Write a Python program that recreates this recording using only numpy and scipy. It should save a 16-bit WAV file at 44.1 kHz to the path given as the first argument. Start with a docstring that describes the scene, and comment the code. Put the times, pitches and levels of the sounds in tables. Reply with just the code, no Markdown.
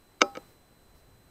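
"""Faint hiss, low night air and a thin electronic whine lie under a rifle scope's own microphone.
At 0.21 s a stiff catch on the scope slides by stick-slip friction and snaps over: the impact briefly
excites the damped modes of the housing, leaves thin metal parts singing and opens a noise gate.
At 0.35 s and 0.37 s the catch settles with two small knocks. Afterwards the hiss swells faintly twice
and the low air grows louder."""
import sys
import numpy as np
from scipy import signal
from scipy.fft import rfft, irfft
from scipy.io import wavfile
from scipy.ndimage import uniform_filter1d

SR = 44100
rng = np.random.default_rng(int(sys.argv[2]) if len(sys.argv) > 2 else 0)


def put_to_file(sound):
    """Save the sound as 16-bit audio at rate SR, in the file named by the first command-line argument."""
    columns = np.atleast_2d(sound).T  # one column per channel
    safe = np.clip(columns, -1, 1)
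    whole_steps = np.round(safe * 32767)
    wavfile.write(sys.argv[1], SR, whole_steps.astype(np.int16))


N = 57330
T = np.arange(N) / SR
RING_T = T[:SR // 2]


def amp(db):
    """Amplitude ratio of a level in decibels."""
    return 10 ** (np.asarray(db) / 20)


def noise(spectrum):
    """Spectral shaping: white noise weighted by a spectrum, at unit rms."""
    hz, db = np.transpose(spectrum)
    gain = amp(np.interp(np.log(np.fft.rfftfreq(N, 1 / SR) + 1), np.log(hz), db))
    shaped = irfft(rfft(rng.standard_normal(N)) * gain, N)
    return shaped / np.sqrt(np.mean(shaped ** 2) + 1e-20)


def cut(x, hz, kind, order):
    """Causal low-pass or high-pass filtering."""
    return signal.sosfilt(signal.butter(order, min(hz, .45 * SR), kind, fs=SR, output="sos"), x)


# spectrum of the steady hiss (frequency [Hz], relative density [dB])
HISS_SPECTRUM = [(25, -3), (130, -8), (240, -9.5), (360, -9), (740, -15), (1500, -19.5), (3600, -28),
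                 (5000, -30), (8000, -31), (12500, -33), (13600, -28.5), (14300, -29), (15700, -43.5)]
def hiss():
    """Stationary broadband noise: a constant floor."""
    return amp(-55.5) * noise(HISS_SPECTRUM)


# spectrum of the night air (frequency [Hz], relative density [dB])
AIR_SPECTRUM = [(10, -4.5), (50, 0.5), (130, -5.5), (220, -16.5), (500, -49), (2000, -79)]
# envelope of its rumble (time [s], level [dB])
AIR_ENVELOPE = [(0, -73.5), (.5, -66), (.8, -66), (.95, -53.5), (1.03, -61), (1.11, -53), (1.3, -60.5)]
def night_air():
    """Amplitude modulation: low-frequency noise rises and falls unevenly."""
    return noise(AIR_SPECTRUM) * amp(np.interp(T, *np.transpose(AIR_ENVELOPE)))


# first three harmonics of the whine (level [dB])
WHINE_HARMONICS = [-65.5, -68, -71.5]
def whine(fundamental_hz=4032):
    """Harmonic series: the electronics sound at whole multiples of one frequency."""
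    return sum(amp(db) * np.sin(2 * np.pi * (k * fundamental_hz * T + rng.random()))
               for k, db in enumerate(WHINE_HARMONICS, 1))


def ring(modes, low_hz, high_hz, rise_cycles=0.26):
    """Modal superposition: damped sines, each weighted by the force spectrum of the contact."""
    out, t = np.zeros(len(RING_T)), RING_T
    for hz, db, t60 in modes:
        force = ((1 + (low_hz / hz) ** 4) * (1 + (hz / high_hz) ** 4)) ** -.5
        rise = -np.expm1(-t * hz / rise_cycles)
        out += force * amp(db - 60 * t / t60) * rise * np.sin(2 * np.pi * hz * t)
    return out


# modes of the housing (frequency [Hz], relative level [dB], decay time T60 [s])
HOUSING_MODES = [(112.4, -29.5, .04), (307.9, -12.5, 0.04), (509.7, -10, 0.034), (884.7, -17, 0.031),
                 (1294.5, -12.5, 0.047), (1470, -8.5, 0.011), (2269, -8, 0.01615), (2793, -10, .013),
                 (3680, -12.5, 0.014), (4667, -19.5, .017), (5050, -17.5, 0.016), (6117, -15, .016),
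                 (6734, -23.5, .014), (8272, -20.5, .018)]
def housing(low_hz, high_hz):
    """Heavy damping: the struck housing rings only briefly."""
    return ring(HOUSING_MODES, low_hz, high_hz)


def slide(start_s=.2065, rise_s=0.001, slips_per_s=2500):
    """Stick-slip friction: tiny random slips excite the housing until the catch lets go."""
    snap_s = CATCH_IMPACTS[0][0]
    slips = rng.choice([-1, 1], N) * (rng.random(N) < slips_per_s / SR)
    pressure = np.clip((T - start_s) / rise_s, 0, 1) * (T < snap_s)
    scrape = signal.fftconvolve(slips * pressure, housing(low_hz=710, high_hz=6983))[:N]
    peak_rms = np.sqrt(uniform_filter1d(scrape ** 2, size=256).max() + 1e-20)
    return amp(-31) * scrape / peak_rms


# modes of the thin metal parts (frequency [Hz], relative level [dB], decay time T60 [s])
METAL_MODES = [(379.4, -24.5, 0.12), (577.5, -24, .13), (800, -26.5, 0.46), (1097, -46, .3),
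               (1289.6, -34, 0.35), (1330, -33, .13), (2406, -45, .13), (3850, -55, 0.16),
               (4840, -53, 0.33), (5016, -45, 0.1106), (5326, -53.5, 0.29), (6270, -52, 0.16)]
def metal(low_hz, high_hz):
    """Light damping: the thin metal parts sing on after a blow."""
    return ring(METAL_MODES, low_hz, high_hz)


# contacts of the snap and the knocks
# (time [s], gain [dB], lower band edge [Hz], upper band edge [Hz], relative metal gain [dB])
CATCH_IMPACTS = [(0.2171, -16.5, 5030, 8000, -20), (.2172, 3, 1060, 5970, -2), (.2192, -2, 158, 830, 2.5),
                 (.3512, -34, 2485, 7000, -11.5), (.3525, -27, 480, 2420, -13),
                 (0.3588, -22, 900, 1280, -24), (0.3705, -28, 1090, 5600, -16),
                 (.3722, -14.5, 330, 660, -41)]
def impacts(crack_t60_s=0.02, rattle_t60_s=0.17):
    """Impact excitation: light contacts drive the high modes, heavy soft ones the low modes."""
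    out, t = np.zeros(N), RING_T
    for start_s, db, low_hz, high_hz, metal_db in CATCH_IMPACTS:
        grit = cut(rng.standard_normal(len(t)), low_hz, "high", order=2)
        grit = cut(grit, high_hz, "low", order=2)
        crack = amp(-10.5 - 60 * t / crack_t60_s) * grit  # dense, unresolved modes
        modes = housing(low_hz, high_hz) + amp(metal_db) * metal(low_hz, high_hz)
        impact = modes + crack + rattle(rattle_t60_s)
        out += amp(db) * np.pad(impact, (round(start_s * SR), N))[:N]
    return out


# spectrum of the rattle (frequency [Hz], relative density [dB])
RATTLE_SPECTRUM = [(100, -22), (270, 3), (700, -3.5), (1400, -10), (2200, -25.5), (6500, -37),
                   (9000, -34.5), (16000, -45)]
def rattle(t60_s):
    """Exponential decay: a faint tail of noise follows a contact."""
    return amp(-37 - 60 * RING_T / t60_s) * noise(RATTLE_SPECTRUM)[:len(RING_T)]


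def band_limit(click):
    """Band-pass filtering: the click loses its deep bass and highest treble."""
    return cut(cut(click, 210, "high", order=3), 7090, "low", order=10)


# spectrum of the swells (frequency [Hz], relative density [dB])
SWELL_SPECTRUM = [(100, -21.5), (2000, -11), (5500, -4), (8000, -12), (15000, -9)]
# swells of the hiss (time [s], 1/e half-width [s], peak level [dB])
HISS_SWELLS = [(0.506, 0.046, -66), (.98, 0.033, -64)]
def hiss_swells():
    """Amplitude modulation: bright noise rises and falls under two bell-shaped envelopes."""
    envelope = sum(amp(db) * np.exp(-((T - peak_s) / half_s) ** 2) for peak_s, half_s, db in HISS_SWELLS)
    return noise(SWELL_SPECTRUM) * envelope


def scene():
    """Superposition: the catch and the quiet background add in one channel."""
    catch = band_limit(impacts() + slide())
    background = hiss_swells() + night_air() + whine() + hiss()
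    return (catch + background)[None]


def record(dry):
    """Gating, clipping, band limiting: a shallow gate opens and slowly closes; the peak overloads."""
    threshold_db, depth_db, close_db_per_s = -46, 6, 30.5
    ceiling, edge_hz = 0.88, 15750
    power_db = 10 * np.log10(abs(uniform_filter1d(dry[0] ** 2, size=200)) + 1e-12)
    excess_db = np.clip(power_db - threshold_db, 0, depth_db)
    fall_db = close_db_per_s * T
    opened_db = np.maximum.accumulate(excess_db + fall_db) - fall_db  # decaying peak hold
    clipped = np.clip(dry * amp(opened_db - depth_db), -ceiling, ceiling)
    low_pass = signal.firwin(511, edge_hz, window=("kaiser", 9), fs=SR)
    return signal.oaconvolve(clipped, low_pass[None], "same")


dry = scene()
out = record(dry)
put_to_file(out)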